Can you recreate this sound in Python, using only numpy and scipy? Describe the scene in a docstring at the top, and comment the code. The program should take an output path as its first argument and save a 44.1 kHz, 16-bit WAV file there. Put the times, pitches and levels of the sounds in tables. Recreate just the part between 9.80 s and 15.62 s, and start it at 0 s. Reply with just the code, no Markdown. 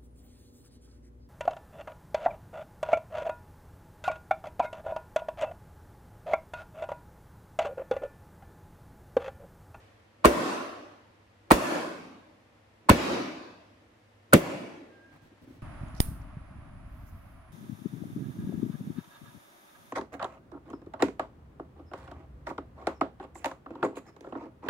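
"""In a warehouse, a plastic crate is slammed four times on the concrete floor, then tipped up by hand.
Each slam is a quick run of contacts: edges crack, the base slaps flat, trapped air thumps.
A limiter turns each slam down and recovers as the hall dies away.
Ventilation hums in the background, and something squeals once far off."""
import sys
import numpy as np
from scipy import signal
from scipy.fft import rfft, irfft, next_fast_len
from scipy.io import wavfile
from scipy.ndimage import uniform_filter1d, minimum_filter1d

SR = 44100
rng = np.random.default_rng(int(sys.argv[2]) if len(sys.argv) > 2 else 0)


def bounce(signal):
    """Save signal as a 16-bit WAV file at the path given by the first command-line argument."""
    frames = np.transpose(np.atleast_2d(signal))
    limited = np.clip(frames, -1, 1)
    pcm = np.round(limited * 32767).astype(np.int16)
    wavfile.write(sys.argv[1], SR, pcm)


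N = 256662
TIME = np.arange(N) / SR

# The crate's modes, the notes it rings at. Each row: pitch in Hz, width in Hz, level in dB.
CRATE_MODES = [(66.4, 8.3, -1.5), (160.5, 7.4, -5), (228.7, 82, 3.5), (267, 18, -16), (350, 29, -1.5),
               (413, 10, -17), (579.7, 79, 10), (584, 120, 10), (613.3, 170, 6), (694, 27, -7),
               (1061.4, 54, -9.5), (1035, 160, -2.5), (1400, 79, -6), (1280, 91, -18), (1540, 34, -1.5),
               (1720, 60, 0), (1970, 36, 2), (2270, 270, -0.6), (2700, 170, -4.5), (2670, 250, 1)]
# Hard plastic cracking on gritty concrete. Each row: frequency in Hz, level in dB.
CRACK_COLOUR = [(200, -4), (900, 22), (2300, 8.5), (3200, -10), (4400, 3), (5500, -24), (7300, -10),
                (8600, -2.5), (10500, -18), (15500, -20)]
# How alike left and right are, for cracks and for the hall. Each row: frequency in Hz, likeness 0 to 1.
CRACK_LIKENESS = [(500, 0.76), (2000, 0.067), (5000, .2), (8500, 0.34), (12000, 1)]
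HALL_LIKENESS = [(60, 0.91), (130, .93), (290, 0.83), (640, 0.22), (1300, 0), (2400, 0.00017), (5000, 0.13),
                 (8000, 0.066), (13000, 1)]
# The slams. Each row: start in seconds, seconds to fall flat, force in dB, pitches of corner, wall,
# rim and base in Hz, air puff in dB, its pitch in Hz, snap in dB, its moment as a share of the fall,
# level sent to the hall in dB, extra treble sent there in dB.
SLAMS = [(0.447, .0082, 2.5, 1040, 715, 1400, 310, -10, 57.9, -6, 1, -11, 1.5),
         (1.7098, .0066, 1.5, 955, 700, 1600, 328.3, -14.5, 50, -5.5, 1, -9, 0),
         (3.0922, .0080, -.5, 984, 1219, 1850, 275, 1, 87.4, -8.5, .5, -9, 1.5),
         (4.5311, 0.0085, -3.5, 1450, 612, 2100, 279, 0.5, 141.5, -3.5, 0.49, -13, -5.5)]


def gain_of(db):
    """Turns decibels into a number to multiply by."""
    return 10 ** (np.asarray(db) / 20)


def unit_level(x):
    """Scales a signal to an average (rms) level of one."""
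    return x / np.sqrt(np.mean(x ** 2) + 1e-20)


def look_up(points, hz):
    """Reads between a table's rows, with octaves evenly spaced."""
    row_hz, value = np.transpose(points)
    return np.interp(np.log(hz + 1), np.log(row_hz + 1), value)


def add(mix, start, sound):
    """Mixes a sound in at a start time in seconds."""
    part = mix[..., round(start * SR):][..., :sound.shape[-1]]
    part += sound[..., :part.shape[-1]]


def noise_pair(colour, likeness):
    """Left and right noise, partly alike; colour is its level at each frequency."""
    n = next_fast_len(N, True)
    hz = np.fft.rfftfreq(n, 1 / SR)
    left, other = rfft(rng.standard_normal((2, n)))
    same = np.clip(look_up(likeness, hz), -1, 1)
    right = same * left + np.sqrt(1 - same ** 2) * other
    return unit_level(irfft(np.array([left, right]) * gain_of(look_up(colour, hz)), n)[:, :N])


def ventilation(air_db=-62, hum_hz=102, hum_db=-70, waver=0.14):
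    """Moving air rushes softly and a motor gives a wavering hum."""
    # The rush of air. Each row: frequency in Hz, level in dB.
    air_colour = [(15, -44), (25, -22), (102, -5), (161, -18.5), (242, -9), (270, -20), (309, -9),
                  (405, -22.5), (439, -11.5), (695, -15.5), (818, -16.5), (1560, -21.5), (1790, -19.5),
                  (12500, -46), (16000, -68)]
    sway = unit_level(uniform_filter1d(uniform_filter1d(rng.standard_normal(N), 4000), 4000))
    hum = gain_of(hum_db) * np.sqrt(2) * (1 + waver * sway) * np.sin(2 * np.pi * hum_hz * TIME)
    opening_db = 6 * np.exp(-TIME / .15)  # a little louder at first
    return gain_of(air_db + opening_db) * noise_pair(air_colour, HALL_LIKENESS) + hum


def squeal(start=5.08, length_s=0.27, hz=1610, db=-60, waver=0.0058, linger_s=0.21, linger_db=-2):
    """A thin squeal from far across the hall lingers after it stops."""
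    n, out = int(length_s * SR), np.zeros((2, N))
    drift = unit_level(uniform_filter1d(rng.standard_normal(N), 1500))[:n]
    phase = 2 * np.pi * np.cumsum(hz * (1 + waver * drift)) / SR
    tone = gain_of(db) * np.sqrt(signal.windows.hann(n)) * np.sin(phase)
    paths = rng.standard_normal((2, SR)) * np.exp(-TIME[:SR] / linger_s)
    tail = signal.fftconvolve(tone[None], paths / np.linalg.norm(paths[0]), axes=1)
    add(out, start, tone)
    add(out, start, gain_of(linger_db) * tail)
    return out


def mottled(x, patchy_db=2.5, flutter_db=0.2):
    """Reflections add up and cancel in patches of pitch and time."""
    spectra = signal.stft(np.float32(x), nperseg=1024)[2]
    shape = spectra.shape[1:]  # frequency by time
    patches = uniform_filter1d(rng.standard_normal(shape), 3, axis=0)
    patches = unit_level(uniform_filter1d(patches, 14, axis=1))
    flutter = unit_level(uniform_filter1d(rng.standard_normal(shape), 24, axis=0))
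    uneven = spectra * gain_of(patchy_db * patches + flutter_db * flutter)
    return unit_level(signal.istft(uneven, nperseg=1024)[1][:, :N])


def crate_colour(hz, between_db=-4):
    """The crate gives off most sound at its modes and less between them."""
    peaks = sum(gain_of(db) ** 2 / (1 + (2 * (hz - pitch) / width) ** 2)
                for pitch, width, db in CRATE_MODES)
    return np.sqrt(gain_of(between_db) ** 2 + .5 * peaks)


def ring_on(x, colour, fade_times, build_up_s):
    """Countless modes store the energy of each octave and give it back as dying noise."""
    n = next_fast_len(N, True)
    hz, centres = np.fft.rfftfreq(n, 1 / SR), 62.5 * 2. ** np.arange(9)
    octave = np.interp(np.log(hz + 1), np.log(centres), np.arange(len(centres)))
    white = noise_pair([(20, 0), (SR / 2, 0)], HALL_LIKENESS)
    wash = rfft(mottled(white), n) * gain_of(look_up(colour, hz)) * crate_colour(hz)
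    low_cut = hz ** 2 / (hz ** 2 + 120 ** 2)  # the deep puff of air stays near the crate
    drive, out = rfft(x[1], n) * low_cut, np.zeros((2, n))
    for k, centre in enumerate(centres):
        band = np.maximum(1 - abs(octave - k), 0)
        power = irfft(drive * band, n) ** 2 / np.mean(band ** 2)
        decay_s = look_up(fade_times, centre) / np.log(10 ** 6)  # 60 dB is a millionfold in power
        for seconds in (build_up_s, decay_s):
            keep = np.exp(-1 / (seconds * SR))
            power = signal.lfilter([1 - keep], [1, -keep], power)
        out += np.sqrt(power) * irfft(wash * band, n)
    return out[:, :N]


def into_hall(x, treble_hz=1700):
    """The crate sends the hall a weaker, duller sound when it is near and faces the listener."""
    starts, *_, hall_db, treble_db = np.transpose(SLAMS)
    body = signal.sosfilt(signal.butter(1, treble_hz, fs=SR, output="sos"), x)
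    treble = gain_of(np.interp(TIME, starts, treble_db)) * (x - body)
    return gain_of(np.interp(TIME, starts, hall_db)) * (body + treble)


def echoes(x, band_hz=(170, 1000)):
    """The roof and far wall throw back single dull echoes."""
    # The echoes. Each row: delay in seconds, level in dB.
    reflections = [(0.035, -15), (.047, -11.5), (.205, -21)]
    dull = signal.sosfilt(signal.butter(2, band_hz, "band", fs=SR, output="sos"), x)
    out = np.zeros((2, N))
    for delay, db in reflections:
        add(out, delay, gain_of(db) * dull)
    return out


def hall(x, far_delay_s=0.11, far_db=-18):
    """The hall rings on, fed again by sound scattered back from its far end."""
    # The hall's tone. Each row: frequency in Hz, level in dB.
    colour = [(50, -20), (100, -4.5), (165, -2.5), (220, -7.5), (310, 2.5), (430, -7), (600, -7), (800, -4),
              (1050, 0.5), (1600, 0.5), (2700, 0.5), (4500, 6), (8000, 1.5), (15000, -1)]
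    # How long it rings. Each row: frequency in Hz, seconds to fade by 60 dB.
    fade_times = [(80, 0.56), (280, 1.156), (600, 1.026), (1500, 1), (4000, 1.04), (8000, 0.78),
                  (14000, 0.18)]
    far_end = np.zeros((2, N))
    add(far_end, far_delay_s, gain_of(far_db) * x)
    return ring_on(x + far_end, colour, fade_times, build_up_s=0.0035) + echoes(x)


def ribs(x):
    """The crate's ribs and panels buzz briefly with many close-set modes."""
    # The buzz's tone. Each row: frequency in Hz, level in dB.
    colour = [(60, -15.5), (150, -13), (350, 0), (700, -13), (1500, -5), (4000, 0), (12000, -6.5)]
    # How long it lasts. Each row: frequency in Hz, seconds to fade by 60 dB.
    fade_times = [(70, .07), (200, 0.069), (500, 0.16), (2000, 0.091), (10000, 0.2)]
    return ring_on(x, colour, fade_times, build_up_s=.003)


def flex(hz, swings, late_s=0):
    """A pushed panel springs back and settles; swings counts the cycles up to its strongest."""
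    turns = hz * np.maximum(TIME[:SR // 5] - late_s, 0)
    return turns / swings * np.exp(1 - turns / swings) * np.sin(2 * np.pi * turns)


def flex_pair(hz, swings, left_late_s=.00024):
    """The crate is nearer the right, so a flex reaches the left later."""
    return np.array([flex(hz, swings, left_late_s), flex(hz, swings)])


def handling():
    """Hands bump and drag the crate as they tip it: the base rubs and grit scrapes under its edge."""
    # Bumps of the hands. Each row: start in seconds, level in dB, pitch in Hz.
    nudges = [(5.517, -49, 273), (5.624, -52, 266), (5.676, -46, 300), (5.709, -53, 280),
              (5.731, -51, 124.6), (5.785, -48.5, 110)]
    # Short pulls. Each row: start in seconds, length in seconds, rub in dB, grit in dB.
    drags = [(5.308, .08, -59, -61), (5.406, 0.091, -56, -69.5), (5.573, .015, -66, -61.5),
             (5.61, 0.047, -52.5, -80), (5.657, .14, -53.5, -73)]
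    # The base rubbing on the floor. Each row: frequency in Hz, level in dB.
    rub_colour = [(60, -11), (150, -3.5), (215, -22), (275, 5.5), (330, -30), (450, -32), (560, -20.5),
                  (900, -43), (3000, -37.5), (12000, -46.5)]
    bumps, rub, scrape = np.zeros((2, N)), np.zeros(N), np.zeros(N)
    for start, db, hz in nudges:
        add(bumps, start, gain_of(db) * flex(hz, swings=0.69))
    for start, length, rub_db, grit_db in drags:
        pull = signal.windows.tukey(int(length * SR), .5)
        add(rub, start, gain_of(rub_db) * pull)
        add(scrape, start, gain_of(grit_db) * pull)
    grains_db = 3.0 * np.repeat(rng.exponential(1, N // 32 + 1), 32)[:N]
    grit = scrape * unit_level(gain_of(grains_db)) * noise_pair(CRACK_COLOUR, CRACK_LIKENESS)
    return bumps + grit + rub * noise_pair(rub_colour, HALL_LIKENESS)


def crate(push, ring_db=-3.0):
    """A push is heard directly and rings the crate's modes, neighbours swinging opposite ways."""
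    t, ring = TIME[:SR // 3], np.zeros(SR // 3)
    for k, (hz, width, db) in enumerate(CRATE_MODES):
        strength = (-1) ** k * gain_of(db) * 2 * np.pi * width / SR
        ring += strength * np.exp(-np.pi * width * t) * np.sin(2 * np.pi * hz * t)
    return push + gain_of(ring_db) * signal.oaconvolve(push, ring[None], axes=1)[:, :N]


def contacts(start, fall, corner_hz, wall_hz, rim_hz, base_hz):
    """A faint tick leads in; the crate lands on a corner and rocks flat."""
    # Each row: time in seconds, pitch in Hz, push in dB, swings, crack in dB.
    return [(start - 0.0046, corner_hz, -13.5, 2.1, -26),
            (start, corner_hz, 4.5, 2.1, -8),
            (start + .31 * fall, wall_hz, 5.8, 0.57, -5),
            (start + fall, rim_hz, 5.8, 0.42, 1.5),
            (start + fall, base_hz, 6.7, .6, -17)]


def slams(crack_decay_s=0.005, snap_decay_s=0.0027, puff_lag_s=0.0057, left_db=-0.5):
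    """Each contact flexes a panel and cracks; the hardest edge snaps and trapped air thumps."""
    # The bright snap of that edge. Each row: frequency in Hz, level in dB.
    snap_colour = [(1500, -13), (3000, -15.5), (5000, -9), (6800, -2), (8600, 1), (11000, -4), (15500, -9)]
    # The crate drops back on its base. Each row: start in seconds, level in dB, pitch in Hz.
    bounces = [(3.112, 3, 580), (3.133, -4.5, 270), (4.558, -7, 182)]
    push, burst, snap, t = np.zeros((2, N)), np.zeros(N), np.zeros(N), TIME[:SR // 5]
    for start, fall, force_db, *pitches, puff_db, puff_hz, snap_db, snap_share, _, _ in SLAMS:
        for when, hz, push_db, swings, crack_db in contacts(start, fall, *pitches):
            add(push, when, gain_of(force_db + push_db) * flex_pair(hz, swings))
            add(burst, when, gain_of(force_db + crack_db) * np.exp(-t / crack_decay_s))
        # Once down, the base bulges and squeezes the air out.
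        puff = gain_of(force_db + puff_db) * flex_pair(puff_hz, swings=0.34)
        add(push, start + fall + puff_lag_s, puff)
        add(snap, start + snap_share * fall, gain_of(force_db + snap_db) * np.exp(-t / snap_decay_s))
    for start, db, hz in bounces:
        add(push, start, gain_of(db) * flex_pair(hz, swings=0.48))
    cracks = burst * noise_pair(CRACK_COLOUR, CRACK_LIKENESS)
    balance = gain_of([[left_db], [0]])
    return crate((push + cracks) * balance) + snap * noise_pair(snap_colour, CRACK_LIKENESS)


def scene():
    """The crate close by, its ribs buzzing, and the warehouse around it."""
    blows = slams() + handling()
    return blows + ribs(blows) + hall(into_hall(blows)) + squeal() + ventilation()


def record(dry, limit_db=-8.0, recovery_db_per_s=58, hold_s=.016, low_hz=25, top_hz=16100):
    """Cuts rumble, turns loud moments down with a limiter, rounds peaks and cuts the highest treble."""
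    dry = signal.sosfilt(signal.butter(2, low_hz, "high", fs=SR, output="sos"), dry)
    power = abs(uniform_filter1d((dry ** 2).mean(0), 265))
    over_db = np.maximum(10 * np.log10(power + 1e-12) - limit_db, 0)
    span = 2 * int(hold_s * SR / 2) + 1
    held_db = -minimum_filter1d(-over_db, span, origin=span // 2)
    ramp_db = TIME * recovery_db_per_s
    cut_db = np.maximum.accumulate(held_db + ramp_db) - ramp_db  # grabs fast, lets go slowly
    limited = dry / gain_of(uniform_filter1d(cut_db, 65))
    rounded = limited / (1 + (limited / .85) ** 8) ** (1 / 8)
    treble_cut = signal.firwin(511, top_hz, window=("kaiser", 9), fs=SR)
    return signal.oaconvolve(rounded, treble_cut[None], "same")


dry = scene()
out = record(dry)
bounce(out)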